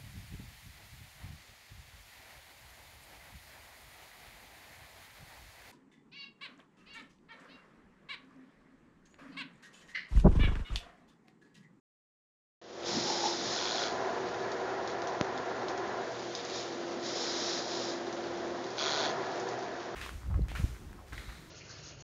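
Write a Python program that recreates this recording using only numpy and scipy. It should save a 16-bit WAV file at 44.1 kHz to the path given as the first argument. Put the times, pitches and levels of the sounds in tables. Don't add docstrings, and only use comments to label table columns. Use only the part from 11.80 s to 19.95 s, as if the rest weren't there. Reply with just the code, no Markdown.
import sys
import numpy as np
from scipy import signal
from scipy.fft import rfft, irfft, next_fast_len
from scipy.io import wavfile

SR = 44100
rng = np.random.default_rng(int(sys.argv[2]) if len(sys.argv) > 2 else 0)


def unload_audio(sound):
    columns = np.transpose(np.atleast_2d(sound))
    steps = np.round(np.clip(columns, -1, 1) * 32767)
    wavfile.write(sys.argv[1], SR, steps.astype(np.int16))


N = 359415

# (start [s], end [s], level [dB], attack [s], sag [dB/s])
AIR_BURSTS = [(1.062, 2.037, -40, 0.026, 0.5), (4.747, 4.8, -42.5, 0.061, 51),
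              (5.26, 5.788, -41, 0.078, -3), (5.925, 6.102, -42.5, 0.17, 5.5),
              (6.982, 7.25, -43, 0.058, 0.5)]
# (frequency [Hz], level [dB])
JET_SPECTRUM = [(400, -11.5), (1000, -6.5), (2000, -8.5), (2750, -12.5), (3400, -4), (4100, 0),
                (4450, -4.5), (4950, 0), (5400, -2), (5800, -5), (6100, -6.5), (6650, -6.5), (7500, -4.5)]

def air_jet(release_s=.16, hiss_db=2, shrill_hz=5380, shrill_db=-7, full_flow_db=-37):
    bursts = sum(envelope(start, end, db, attack, release_s, sag)
                 for start, end, db, attack, sag in AIR_BURSTS)
    flow = bursts * from_db(drift(3.3)) + from_db(-7.5) * slug_surges()
    sputter = from_db(.73 * drift(130))
    hiss = from_db(hiss_db) * coloured(noise() * sputter, JET_SPECTRUM)
    shrill = band(noise() * sputter, shrill_hz, widths_hz=(650, 1300))
    return flow * (hiss + flow * from_db(shrill_db - full_flow_db) * shrill)


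# (start [s], end [s], level [dB], settled rate [Hz], starting lag [share of rate], top ring [dB])
VALVE_FLUTTERS = [(1.762, 2.064, -38.5, 111, .33, -0.5), (6.982, 7.256, -35, 147, .03, 0)]
# (frequency [Hz], width [Hz], level [dB])
VALVE_LOW_MODES = [(910, 240, -1.5), (1463, 140, 4.5), (2320, 330, -4), (3364, 280, 4)]
VALVE_HIGH_MODES = [(4260, 460, 3.5), (5100, 460, -11), (5700, 330, -5), (6720, 300, -6)]

def flutter(start, end, db, settled_hz, lag, top_db, settle_s=.075, release_s=.13, stall_db=9):
    age = np.arange(N) / SR - start
    running = (age > 0) & (age < end - start + release_s * stall_db / 20)
    rate = settled_hz * (1 - lag * np.exp(-(age / settle_s) ** 2))
    cycles = np.cumsum(running * rate * (1 + .012 * drift(60))) / SR
    swing = np.cos(np.pi * cycles)
    limping = cycles + .07 * (swing - 1) / 2
    pulses = np.diff(np.ceil(limping), prepend=0) * from_db(.2 * noise())
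    breath = die_away(die_away(pulses, .0005), .0005) * noise()
    drive = rms_one(pulses) + 1.07 * rms_one(breath)
    low = body(drive * from_db(2 * swing), VALVE_LOW_MODES)
    high = body(drive * from_db(top_db + .1 * (rate - settled_hz) - swing), VALVE_HIGH_MODES)
    buzz = yard(low + high, wet_db=-8, t60=.14)
    gain = envelope(start, end, db, attack_s=.004, release_s=release_s, sag_db_per_s=6)
    return gain * buzz / np.std(buzz[running])


# (time [s], level [dB])
STREAM_LEVELS = [(2.3, -49), (2.99, -52.5), (3.94, -53.5), (4.66, -46), (5.15, -50.5), (7.4, -51),
                 (7.52, -49), (8.15, -54.5)]
# (frequency [Hz], level [dB])
STREAM_SPECTRUM = [(1200, -2.5), (2200, -2), (2700, -2.5), (3350, 1), (3800, 0.5), (5000, -0.5),
                   (6000, -3.5), (6800, -4.5), (8000, -1.5)]

def stream(trim_db=1.5, drops_per_s=350, size_db=8, patter_db=-5):
    lands = rng.random(N) < drops_per_s * from_db(4 * drift(8)) / SR
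    sizes = from_db(size_db * np.minimum(rng.exponential(1, N), 3.5))
    drops = die_away(lands * sizes, .0009) * noise()
    patter = rms_one(yard(drops, wet_db=0, t60=.2))
    fizz = coloured(noise() + from_db(patter_db) * patter, STREAM_SPECTRUM)
    return from_db(trim_db + in_time(STREAM_LEVELS)) * fizz


# (time [s], level [dB], ring [Hz])
BUBBLE_SPITS = [(0.8594, -45, 5030), (2.717, -32, 5110), (3.0749, -30.5, 3460), (3.0984, -37, 3530),
                (3.2191, -33, 3520), (3.272, -31.5, 6000), (3.4445, -39, 5060), (3.5764, -34.5, 4060),
                (3.8832, -26, 5410), (3.976, -34, 3630), (4.5503, -24.5, 5000), (4.5734, -34, 3000),
                (4.649, -32, 4540), (4.9235, -33, 4060), (6.326, -33, 5150), (6.8408, -35, 3660),
                (6.9037, -36, 4810), (7.5976, -31.5, 6340), (7.6872, -30.5, 5210), (7.8251, -37, 5180)]

def spits(trim_db=-7, snap_s=.0008, spray_s=.018, spray_db=-13):
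    out, t = np.zeros(N), np.arange(SR // 10) / SR
    decay = np.exp(-t / snap_s) + from_db(spray_db) * np.exp(-t / spray_s)
    mist = coloured(noise(), [(2000, -21), (2800, -8.5), (3500, 0), (7000, -1.5)])
    for time, db, hz in BUBBLE_SPITS:
        span = slice(round(time * SR), round(time * SR) + len(t))
        snap = from_db(db) * decay * mist[span]
        out[span] += snap + resonate(snap, hz, width_hz=1500)
    return from_db(trim_db) * yard(out, wet_db=-7, t60=.22)


# (time [s], level [dB])
WATER_SLUGS = [(1.129, -43.5), (1.3, -37), (1.46, -33.5)]

def slug_surges():
    return sum(envelope(time, time, db, attack_s=.086, release_s=.11) for time, db in WATER_SLUGS)


def spray_on_fence():
    return slug_surges() * band(noise(), hz=840, widths_hz=(130, 200))


# (time [s], level [dB])
AIR_PUFFS = [(1.175, -37), (1.64, -42.5)]

def air_puffs():
    air = coloured(noise(), [(60, -23), (110, -8), (200, -1), (300, -2), (450, -23)])
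    return air * sum(envelope(time, time, db, attack_s=.12, release_s=.19) for time, db in AIR_PUFFS)


# (time [s], level [dB])
DRY_CLICK = (3.4111, -12)

def click(fall_s=.00072):
    time, db = DRY_CLICK
    impulse = np.zeros(N)
    impulse[round(time * SR)] = 1.38 * from_db(db)
    return pass_filter(die_away(impulse, fall_s), "high", hz=130, order=2)


# (time [s], level [dB])
PUMP_LOAD = [(0.95, -48.5), (1.06, -46.5), (1.65, -44), (2.19, -38), (2.59, -39.5), (2.75, -38.5),
             (3.19, -39.5), (4.13, -39), (4.51, -46.5), (5.76, -44), (6.99, -44.5), (7.03, -40),
             (7.24, -36.5), (8.15, -45)]
# (frequency [Hz], level [dB])
WASH_SPECTRUM = [(40, -44), (90, -20), (150, -13), (280, -5.5), (520, -0.5), (720, 4), (880, -1),
                 (1020, -2.5), (1150, -4.5), (1420, -5), (1900, -7), (2300, -15.5), (2800, -21),
                 (5000, -30)]
# (frequency [Hz], width [Hz], level [dB])
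PIPE_RINGS = [(380.8, 16, -0.5), (662.2, 7.5, -1.5), (709.3, 13, -3.5), (779, 69, -14), (1003, 56, -10.5),
              (1404, 13, -12), (1693, 21, -14)]

def churning(loaded_db=-38, wash_db=-.25, pipes_db=-.5, bass_db=-20):
    load_db = in_time(PUMP_LOAD)
    boom = from_db(.6 * (load_db - loaded_db))
    lumps = from_db(.94 * drift(50))
    wash = from_db(wash_db) * coloured(noise() * lumps, WASH_SPECTRUM)
    pipes = from_db(pipes_db) * coloured(body(noise(), PIPE_RINGS), [(300, .0023), (1800, .0018)])
    bass = from_db(bass_db) * coloured(noise(), [(50, -23), (75, -7), (120, -1), (200, -4)])
    return from_db(load_db) * (wash + boom * (pipes + bass))


# (start [s], end [s], level [dB])
PUMP_AIRLOCKS = [(1.1, 1.564, -44), (4.954, 6.8, -44.5)]
# (frequency [Hz], level [dB])
RUMBLE_SPECTRUM = [(40, -47.5), (90, -28.5), (150, -12.5), (200, -5.5), (240, -5.5), (295, -5.5), (345, 0),
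                   (410, -3.5), (530, 0), (700, -6.5), (900, -14.5), (1700, -17), (3000, -33)]

def pump_housing(drone_hz=346, rumble_rest_db=-46, drone_rest_db=-52):
    airlock = sum(envelope(*row, attack_s=.22, release_s=.25) for row in PUMP_AIRLOCKS)
    rumble_gain = np.hypot(from_db(rumble_rest_db), from_db(-2) * airlock)
    rumble = rumble_gain * coloured(noise(), RUMBLE_SPECTRUM)
    drone = wavering_tone(drone_hz, drift_hz=6) * from_db(drift(8))
    undertone = from_db(-9.5) * band(noise(), hz=252, widths_hz=(22, 110))
    return rumble + np.hypot(from_db(drone_rest_db), airlock) * (drone + undertone)


# (frequency [Hz], level [dB])
HUM_TONES = [(58, -78), (78, -71), (120, -63), (387, -57), (480, -53.5), (679, -60.5), (705, -59)]

def motor_hum(throb_db=3.5, load_share=.19):
    load_db = in_time(PUMP_LOAD)
    tones = sum(from_db(db + throb_db * drift(3.2)) * wavering_tone(hz, drift_hz=5)
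                for hz, db in HUM_TONES)
    return from_db(load_share * (load_db - load_db.mean())) * tones


def yard(x, wet_db, t60):
    t = np.arange(SR // 2) / SR
    echoes = rng.standard_normal(len(t)) * (rng.random(len(t)) < .03)
    echoes *= (t > .003) * from_db(-60 * t / t60)
    return x + from_db(wet_db) * signal.fftconvolve(x, echoes / np.linalg.norm(echoes))[:N]


def envelope(start, end, db, attack_s, release_s, sag_db_per_s=0):
    t = np.arange(N) / SR
    held_db = db - sag_db_per_s * (np.clip(t, start, end) - start)
    outside = np.maximum(start - t, 0) / attack_s + np.maximum(t - end, 0) / release_s
    return from_db(held_db - 20 * np.minimum(outside, 10))


def from_db(db):
    return 10 ** (np.asarray(db) / 20)


def rms_one(x):
    return x / np.sqrt(np.mean(x ** 2) + 1e-20)


def in_time(rows):
    return np.interp(np.arange(N) / SR, *np.transpose(rows))


def noise():
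    return rng.standard_normal(N)


def drift(hz, hop=40):
    r = np.exp(-2 * np.pi * hz * hop / SR)
    slow = signal.lfilter([1], [1, -2 * r, r * r], rng.standard_normal(N // hop + 2002))[2000:]
    return np.interp(np.arange(N) / hop, np.arange(len(slow)), rms_one(slow))


def wavering_tone(hz, drift_hz, depth=.004):
    cycles = hz * np.cumsum(1 + depth * drift(drift_hz)) / SR
    return np.sqrt(2) * np.sin(2 * np.pi * cycles)


def coloured(x, spectrum):
    size = next_fast_len(N)
    hz, level_db = np.transpose(spectrum)
    bins = np.maximum(np.fft.rfftfreq(size, 1 / SR), 1)
    skirts = np.minimum(bins / hz[0], 1) ** 2 * np.minimum(hz[-1] / bins, 1) ** 2
    curve = from_db(np.interp(np.log(bins), np.log(hz), level_db))
    return rms_one(irfft(rfft(x, size) * skirts * curve, size)[:N])


def resonate(x, hz, width_hz):
    r = np.exp(-np.pi * width_hz / SR)
    feedback = [1, -2 * r * np.cos(2 * np.pi * hz / SR), r * r]
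    return signal.lfilter(np.array([1, 0, -1]) * (1 - r * r) / 2, feedback, x + 1e-18)


def band(x, hz, widths_hz):
    return rms_one(resonate(resonate(x, hz, widths_hz[0]), hz, widths_hz[1]))


def body(x, modes):
    return sum((-1) ** k * from_db(db) * resonate(x, hz, width)
               for k, (hz, width, db) in enumerate(modes))


def die_away(clicks, seconds):
    return signal.lfilter([1], [1, -np.exp(-1 / (seconds * SR))], clicks + 1e-18)


def pass_filter(x, kind, hz, order):
    return signal.sosfilt(signal.butter(order, hz, kind, fs=SR, output="sos"), x)


def scene():
    valve = air_jet() + sum(flutter(*row) for row in VALVE_FLUTTERS)
    spray = spray_on_fence() + air_puffs() + stream() + spits()
    pump = pump_housing() + motor_hum() + churning()
    return (valve + spray + click() + pump)[None]


def record(dry, start_s=.8144, fade_s=.21, fade_db=-12, leak_db=-36):
    t = np.arange(N) / SR
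    opening = (t > start_s) * from_db(fade_db * np.clip(1 - (t - start_s) / fade_s, 0, 1))
    lean = pass_filter(dry * opening, "high", hz=45, order=2)
    dull = pass_filter(lean, "low", hz=7000, order=32)
    return pass_filter(dull + from_db(leak_db) * lean, "low", hz=9000, order=32)


dry = scene()
out = record(dry)
unload_audio(out)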